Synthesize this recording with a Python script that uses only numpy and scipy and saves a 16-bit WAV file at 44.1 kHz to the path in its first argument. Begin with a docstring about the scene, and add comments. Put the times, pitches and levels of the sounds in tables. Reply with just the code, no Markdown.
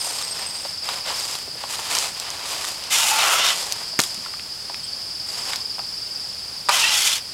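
"""Insects drone outdoors, the nearest in quick falling chirps; a thin high whistle sinks away.
Strips of plant fibre rustle and tick as they are handled, among knocks of knife, clamp and feet.
Twice a strip is drawn under a blade clamped to a wooden beam, and rasps as it sticks and slips.
The first tears free with a snap; after two faint far calls, the second catches, then runs."""
import sys
import numpy as np
from scipy import signal
from scipy.fft import rfft, irfft, next_fast_len
from scipy.io import wavfile

SR = 44100
rng = np.random.default_rng(int(sys.argv[2]) if len(sys.argv) > 2 else 0)


def log_audio(samples):
    """Write samples as a 16-bit WAV file to the path given in sys.argv[1]."""
    # one column per channel
    frames = np.atleast_2d(samples).T
    # limit to full scale, then quantise
    limited = np.clip(frames, -1, 1)
    pcm = np.round(limited * 32767).astype(np.int16)
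    wavfile.write(sys.argv[1], SR, pcm)


N = 323615
TIME = np.arange(N) / SR


def from_db(db):
    """Decibels to gain."""
    return 10 ** (np.asarray(db) / 20)


def rms_one(x):
    """Scale to rms 1."""
    return x / np.sqrt(np.mean(x ** 2) + 1e-20)


def in_time(rows):
    """Columns of a (time_s, ...) curve at every sample."""
    time_s, *columns = np.transpose(rows)
    return [np.interp(TIME, time_s, column) for column in columns]


def colour(x, spectrum):
    """Filter by a (freq_hz, gain_db) curve; rms 1."""
    size = next_fast_len(N)
    hz, db = np.transpose(spectrum)
    bins_hz = np.maximum(np.arange(size // 2 + 1) * SR / size, 1)
    gain = from_db(np.interp(np.log(bins_hz), np.log(hz), db))
    return rms_one(irfft(rfft(x, size) * gain, size)[:N])


def drift(rate_hz):
    """Slow random wander; rms 1."""
    r = np.exp(-80 * np.pi * rate_hz / SR)
    slow = signal.lfilter([1], [1, -2 * r, r * r], rng.standard_normal(N // 40 + 2002))[2000:]
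    return np.interp(np.arange(N) / 40, np.arange(len(slow)), rms_one(slow))


def sine(hz):
    """Tone following a pitch curve."""
    return np.sin(2 * np.pi * np.cumsum(hz) / SR)


def band(x, low_hz, high_hz):
    """Causal band-pass."""
    high_hz = min(high_hz, .45 * SR)
    edges_hz = [min(low_hz, high_hz / 1.1), high_hz]
    return signal.sosfilt(signal.butter(2, edges_hz, "band", fs=SR, output="sos"), x)


def resonate(x, hz, width_hz):
    """Resonance whose centre may glide; rms 1."""
    turn = np.exp(2j * np.pi * np.cumsum(hz * np.ones(N)) / SR)
    r = np.exp(-np.pi * width_hz / SR)
    return rms_one((signal.lfilter([1], [1, -2 * r, r * r], x / turn + 1e-18) * turn).real)


def grains(per_s, spread_db):
    """Tiny slips at random moments, mostly small, a few large."""
    sizes = from_db(spread_db * np.minimum(rng.exponential(1, N), 5)) * rng.choice([-1, 1], N)
    return sizes * (rng.random(N) < per_s / SR)


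def burst(t60_s, low_hz, high_hz):
    """Decaying band of noise."""
    t = TIME[:SR // 4]
    noise = rng.choice([-1., 1.], len(t))
    return band(noise * from_db(-60 * t / t60_s), low_hz, high_hz) / np.std(band(noise, low_hz, high_hz))


def add(out, start_s, sound):
    """Mix a sound in at start_s."""
    start = max(round(start_s * SR), 0)
    out[start:start + len(sound)] += sound[:N - start]


def garden(air_db=-39.5):
    """Far insects merge into a band of noise; thin whines hang over the hush of open air."""
    chorus_levels = [(0, -36.5), (1.4, -34.5), (2.5, -35), (4.0, -32.5), (4.5, -34.5), (5.5, -33),
                     (6.5, -35.5), (7.34, -36.5)]  # far insects: time_s, level_db
    chorus_spectrum = [(3600, -49), (4200, -11), (4550, -2), (4900, 2.5), (5200, 0.5), (5500, -12),
                       (5900, -17), (7000, -44)]  # far insects: freq_hz, gain_db
    air_spectrum = [(20, -9), (45, -3.5), (70, 3.5), (130, 2.5), (300, -2.5), (800, -1.5), (2000, -4.5),
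                    (3400, -1), (4200, -2), (7000, -5), (9000, -4.5), (11400, -8.5), (12500, -17),
                    (16000, -18.5)]  # open air: freq_hz, gain_db
    whines = [(7650, -56.5, .0015), (15150, -65, .0003)]  # steady tones: pitch_hz, level_db, waver_ratio
    out = from_db(in_time(chorus_levels)[0] + drift(30)) * colour(rng.standard_normal(N), chorus_spectrum)
    for hz, db, waver in whines:
        out += from_db(db + 1.9 * drift(29)) * rms_one(sine(hz * (1 + waver * drift(60))))
    return out + from_db(air_db) * colour(rng.standard_normal(N), air_spectrum)


def near_insect(chirps_per_s=21.94, top_hz=5480, fall_hz=1050, duty=.54, scatter_db=-3):
    """Each wing stroke is a falling tone; foliage scatters it into a rough tail."""
    levels = [(0, -34.5), (1.3, -33), (1.42, -51), (3.2, -47), (4.2, -36), (4.5, -45), (4.8, -35.5),
              (6.0, -31.5), (6.4, -35.5), (7.34, -38.5)]  # nearest insect: time_s, level_db
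    cycle = (chirps_per_s * TIME + .09 + .03 * drift(3)) % 1
    stroke = np.minimum(cycle / duty, 1)
    hz = (top_hz - fall_hz * stroke) * (1 + .01177 * drift(79))
    envelope = np.abs(np.sin(np.pi * stroke)) ** .44 * from_db(2.7 * drift(150) - 1.4 * stroke)
    chirps = envelope * sine(hz)
    foliage = burst(t60_s=.18, low_hz=4530, high_hz=5550)
    scattered = rms_one(signal.fftconvolve(chirps, foliage)[:N])
    return from_db(in_time(levels)[0]) * rms_one(rms_one(chirps) + from_db(scatter_db) * scattered)


def whistle(start_hz=8700, rest_hz=7900, sink_s=.52, hold_s=.58, fade_db_per_s=90):
    """A thin, fluttering call, perhaps a bird, sinks and fades."""
    hz = rest_hz + (start_hz - rest_hz) * np.exp(-TIME / sink_s)
    level_db = -36.5 - fade_db_per_s * np.maximum(TIME - hold_s, 0)
    tone = sine(hz * (1 + .005 * drift(120)))
    return from_db(level_db + 5.3 * drift(30)) * tone


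def handling(attack_s=.048, release_s=.059):
    """Damp strips rub together in clumps of fine grains; overlapping strokes add in power."""
    strokes = [(-.02, 0.23, -36.5, 1), (0.227, 0.15, -43, 6), (0.356, 0.056, -40, 6.5),
               (0.462, 0.23, -46.5, 5), (0.815, 0.15, -41.5, 7.5), (1.04, .06, -37.5, 9.5),
               (1.116, 0.23, -37, 0.5), (1.55, .12, -48.5, 8.5), (1.663, 0.1, -36, 3.5),
               (1.795, 0.16, -40, 4), (1.874, .17, -34, 6), (2.129, 0.29, -46, 10), (2.421, 0.29, -38, 3),
               (2.746, 0.2, -50, 10), (3.498, 0.12, -34, 2), (3.64, 0.078, -42.5, 8),
               (3.735, 0.13, -46.5, 4.5), (3.978, 0.073, -38, -4), (4.055, 0.046, -49, 8),
               (4.14, .14, -51, 5), (5.245, 0.095, -43, 3), (5.326, 0.22, -41.5, 4)]  # strip sliding through the hands: start_s, length_s, level_db, body_db
    swish_spectrum = [(1500, -47), (3000, -10.5), (4500, 0), (6000, 1), (7800, 4.5), (9500, -1),
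                      (11500, -4), (14000, -12.5), (16000, -22)]  # bright swish: freq_hz, gain_db
    body_spectrum = [(150, -23), (350, -9), (550, -2), (750, 0.5), (1050, 1.5), (1500, -3.5), (2200, -2),
                     (3200, -1.5), (5000, -7), (10000, -39)]  # papery body: freq_hz, gain_db
    clumps = rms_one(grains(per_s=6000, spread_db=2.5) * from_db(1.62 * drift(45)))
    rubs = clumps + from_db(-11.5) * rms_one(grains(per_s=60, spread_db=2.5))
    swish = colour(rubs, swish_spectrum)
    body = colour(rubs, body_spectrum) * from_db(1.36 * drift(9))
    swish_power, body_power = np.zeros((2, N))
    for start_s, length_s, level_db, body_db in strokes:
        rise = np.clip((TIME - start_s) / attack_s, 0, 1)
        fall = np.exp(-np.clip((TIME - start_s - length_s) / release_s, 0, 20))
        swish_power += (rise * fall * from_db(level_db)) ** 2
        body_power += (rise * fall * from_db(level_db + body_db)) ** 2
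    return from_db(4.5) * np.sqrt(swish_power) * swish + np.sqrt(body_power) * body


def knocks(ring_cycles=30):
    """Dull contacts with a small click; the higher the pitch, the shorter the ring."""
    contacts = [(0.069, -28, 710), (0.65, -23.5, 785), (0.889, -18.5, 1000), (1.104, -19, 1100),
                (1.475, -31.5, 555), (1.554, -30.5, 543), (1.637, -21.5, 920), (1.791, -24.5, 1000),
                (2.644, -19.5, 1540), (3.664, -25, 690), (3.814, -28, 925), (3.931, -31, 730),
                (4.169, -37, 200), (4.261, -26, 1270), (4.337, -22.5, 1390), (4.395, -21, 2500),
                (4.698, -25.5, 830), (4.744, -18, 2840), (5.533, -18, 1870), (5.782, -28.5, 990),
                (5.792, -23, 1030)]  # knife, clamp and feet: start_s, level_db, pitch_hz
    out = np.zeros(N)
    for start_s, db, hz in contacts:
        thud = burst(t60_s=ring_cycles / hz, low_hz=hz / 1.42, high_hz=hz * 1.28)
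        click = burst(t60_s=.0073, low_hz=900, high_hz=5000)
        add(out, start_s, from_db(db) * (from_db(-2.5) * thud + from_db(-3.5) * click))
    return out


def cracks():
    """A fibre breaks with a sharp click, splinters and a short crisp tail."""
    breaks = [(0.2497, -25, 7420), (0.8897, -20, 3990), (1.3535, -23, 4600), (1.9513, -13, 4560),
              (1.9866, -12.5, 6150), (2.1991, -19, 6120), (2.3036, -21, 5730), (2.65, -17.5, 5240),
              (2.8384, -22, 4400), (3.723, -12, 4500), (4.002, -9, 5340), (4.0165, -17, 6850),
              (4.037, -12.5, 4430), (4.1448, -24.5, 6500), (5.5337, -23, 3880), (5.5592, -19, 5040)]  # single fibres: start_s, level_db, pitch_hz
    out = np.zeros(N)
    for start_s, db, hz in breaks:
        click = band(signal.unit_impulse(SR // 4, SR // 2000), hz / 1.6, hz * 1.6)
        splinters = from_db(6.5) * burst(t60_s=.0036, low_hz=hz / 1.5, high_hz=hz * 1.29)
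        tail = from_db(-12) * burst(t60_s=.047, low_hz=2500, high_hz=11600)
        add(out, start_s, from_db(db) * (2 * click / np.abs(click).max() + splinters + tail))
    return out


def blade(slips):
    """Slips ring the blade; the pressing strip shifts its modes a little."""
    modes = [(2040, 140, -15), (2460, 106, -11.5), (3000, 290, -15), (3536, 220, -5.5), (4380, 260, -14.5)]  # blade modes: pitch_hz, width_hz, level_db
    out = np.zeros(N)
    for k, (hz, width_hz, db) in enumerate(modes):
        gain = (-1) ** k * from_db(db + 2 * drift(15))
        out += gain * resonate(slips, hz * (1 + .03 * drift(8)), width_hz)
    return out


def pulls(attack_s=.031, release_s=.05, ring_db_per_s=38, beam_db_per_s=45.5):
    """Stick-slip shakes blade, strip and beam; strip and beam each fade away from their own peak."""
    # strip under the blade: start_s, stop_s, ring_peak_s, ring_db, beam_peak_s, beam_db
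    draws = [(2.897, 3.567, 3.165, -25, 3.292, -22), (6.692, 7.207, 6.62, -23, 6.71, -29.5)]
    bites = [
        [(2.93, -21, -21.5), (3.02, -26, -24.5), (3.09, -25, -20), (3.15, -28, -25.5), (3.19, -22.5, -26.5),
         (3.35, -27.5, -24), (3.42, -22, -32), (3.46, -22, -27), (3.53, -24.5, -32)],
        [(6.71, -23.5, -31), (6.745, -25.5, -25.5), (6.78, -24, -30), (6.81, -22, -24.5), (6.86, -23, -32.5),
         (6.99, -23.5, -22.5), (7.06, -22.5, -22.5), (7.17, -26.5, -29.5)],
    ]  # bite of the edge, per pull: time_s, rasp_db, hiss_db
    strip_modes = [
        [(2.92, 860, 2990, -8), (3.02, 938, 2980, 0), (3.06, 827, 2720, -1), (3.13, 860, 2570, -1),
         (3.3, 900, 2720, -6), (3.42, 1020, 2890, 2), (3.5, 1120, 3180, -12)],
        [(6.76, 1052, 2930, -11), (6.8, 910, 2840, -8), (6.85, 905, 2670, 8.5), (6.98, 822, 3270, -13),
         (7.2, 926, 3720, -12)],
    ]  # taut strip, per pull: time_s, ring_hz, squeal_hz, squeal_db
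    rasp_spectrum = [(150, -23), (500, -19), (1200, -7), (1750, -5), (2050, -6.5), (2500, 0.5), (3100, 2),
                     (3700, 0), (4150, -3), (5300, 0.5), (6500, -7.5), (9000, -17.5), (16000, -40)]  # rasp at the edge: freq_hz, gain_db
    hiss_spectrum = [(3000, -39.5), (5500, -3), (7200, 3), (8500, -0.5), (10500, -2.5), (13000, -7.5),
                     (16000, -19)]  # hiss at the edge: freq_hz, gain_db
    beam_spectrum = [(200, -27), (450, -16), (600, -6), (750, 0), (900, -10.5), (1100, 0), (1380, -1),
                     (1520, -4), (1750, -9.5), (2500, -9), (6000, -38)]  # wooden beam: freq_hz, gain_db
    ring_hz, squeal_hz, squeal_db = in_time(np.vstack(strip_modes))
    slips = grains(per_s=8000, spread_db=2.5) * from_db(1.2 * drift(51))
    rasp = colour(slips, rasp_spectrum) + blade(slips)
    squeal_slips = grains(per_s=2500, spread_db=1)
    squeal = resonate(squeal_slips, squeal_hz * (1 + .021 * drift(18)), width_hz=190)
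    rasp += from_db(squeal_db - 5) * squeal
    hiss = colour(slips, hiss_spectrum) * from_db(.88 * drift(25) - 1.5)
    beam_mode = resonate(slips, 1360 * (1 + .018 * drift(29)), width_hz=89)
    beam = colour(slips, beam_spectrum) + from_db(-10.5) * beam_mode
    strip = resonate(grains(per_s=2400, spread_db=2), ring_hz * (1 + .008 * drift(25)), width_hz=55)
    strip = band(strip, 550, 1430) * from_db(1.15 * drift(16) - 3)
    out = np.zeros(N)
    for (start_s, stop_s, ring_peak_s, ring_db, beam_peak_s, beam_db), bite in zip(draws, bites):
        rasp_db, hiss_db = in_time(bite)
        speed = np.clip(np.minimum((TIME - start_s) / attack_s, (stop_s - TIME) / release_s), 0, 1)
        ringing = from_db(ring_db - ring_db_per_s * np.abs(TIME - ring_peak_s)) * strip
        shaking = from_db(beam_db - beam_db_per_s * np.abs(TIME - beam_peak_s)) * beam
        out += speed * (from_db(rasp_db) * rasp + from_db(hiss_db) * hiss + ringing + shaking)
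    return band(out, 230, 21000)


def jolts(blows, spectrum, t60_s):
    """A quick run of blows, each a decaying burst of coloured noise."""
    envelope = np.zeros(N)
    for start_s, db in blows:
        add(envelope, start_s, from_db(db - 60 * TIME[:SR // 4] / t60_s))
    return envelope * colour(rng.standard_normal(N), spectrum)


def jerks():
    """Sudden changes of tension jolt blade and beam: one strip tears free, the next catches."""
    tear = [(3.9902, -9), (3.9948, -12.5)]  # blows of the tear: start_s, level_db
    tear_spectrum = [(59, -32), (100, -5), (277, 0), (930, -7.5), (1390, -1.5), (3400, -7), (6700, -7.5),
                     (11900, -16), (16000, -31)]  # tear: freq_hz, gain_db
    catch = [(6.6873, -11.5), (6.692, -5), (6.6985, -16)]  # blows of the catch: start_s, level_db
    catch_spectrum = [(120, -59), (200, -36), (1040, 4), (1530, 1), (3130, -15), (4860, -3.5), (5520, -14),
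                      (10100, -19.5), (16000, -43)]  # catch: freq_hz, gain_db
    out = jolts(tear, tear_spectrum, t60_s=.032) + jolts(catch, catch_spectrum, t60_s=.026)
    beam_thump = from_db(-17.5) * burst(t60_s=.031, low_hz=120, high_hz=420)
    add(out, tear[0][0], beam_thump)
    return band(out, 90, 17000)


def peeps():
    """Short, blurred calls from far off, perhaps birds."""
    calls = [(4.8, .12, 3220, -47), (4.831, .035, 8200, -36)]  # far calls: start_s, length_s, pitch_hz, level_db
    out = np.zeros(N)
    for start_s, length_s, hz, db in calls:
        swell = np.sin(np.pi * np.clip((TIME - start_s) / length_s, 0, 1))
        out += from_db(db) * swell * resonate(rng.standard_normal(N), hz, width_hz=300)
    return out


def among_trees(x, echo_db=-19, onset_s=.011):
    """Ground and trunks scatter a faint, short tail."""
    tail = burst(t60_s=.18, low_hz=302, high_hz=7000) * np.minimum(TIME[:SR // 4] / onset_s, 1)
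    return x + from_db(echo_db) * signal.fftconvolve(x, tail / np.linalg.norm(tail))[:N]


def scene():
    """Work and garden, the same in both channels."""
    work = among_trees(pulls() + handling() + cracks() + knocks() + jerks())
    return np.tile(work + near_insect() + garden() + whistle() + peeps(), (2, 1))


def record(dry, cutoff_hz=15850):
    """Soft clip, then a steep low-pass."""
    rounded = .95 * np.tanh(dry / .95)
    return signal.sosfilt(signal.ellip(12, .1, 80, cutoff_hz, fs=SR, output="sos"), rounded)


dry = scene()
out = record(dry)
log_audio(out)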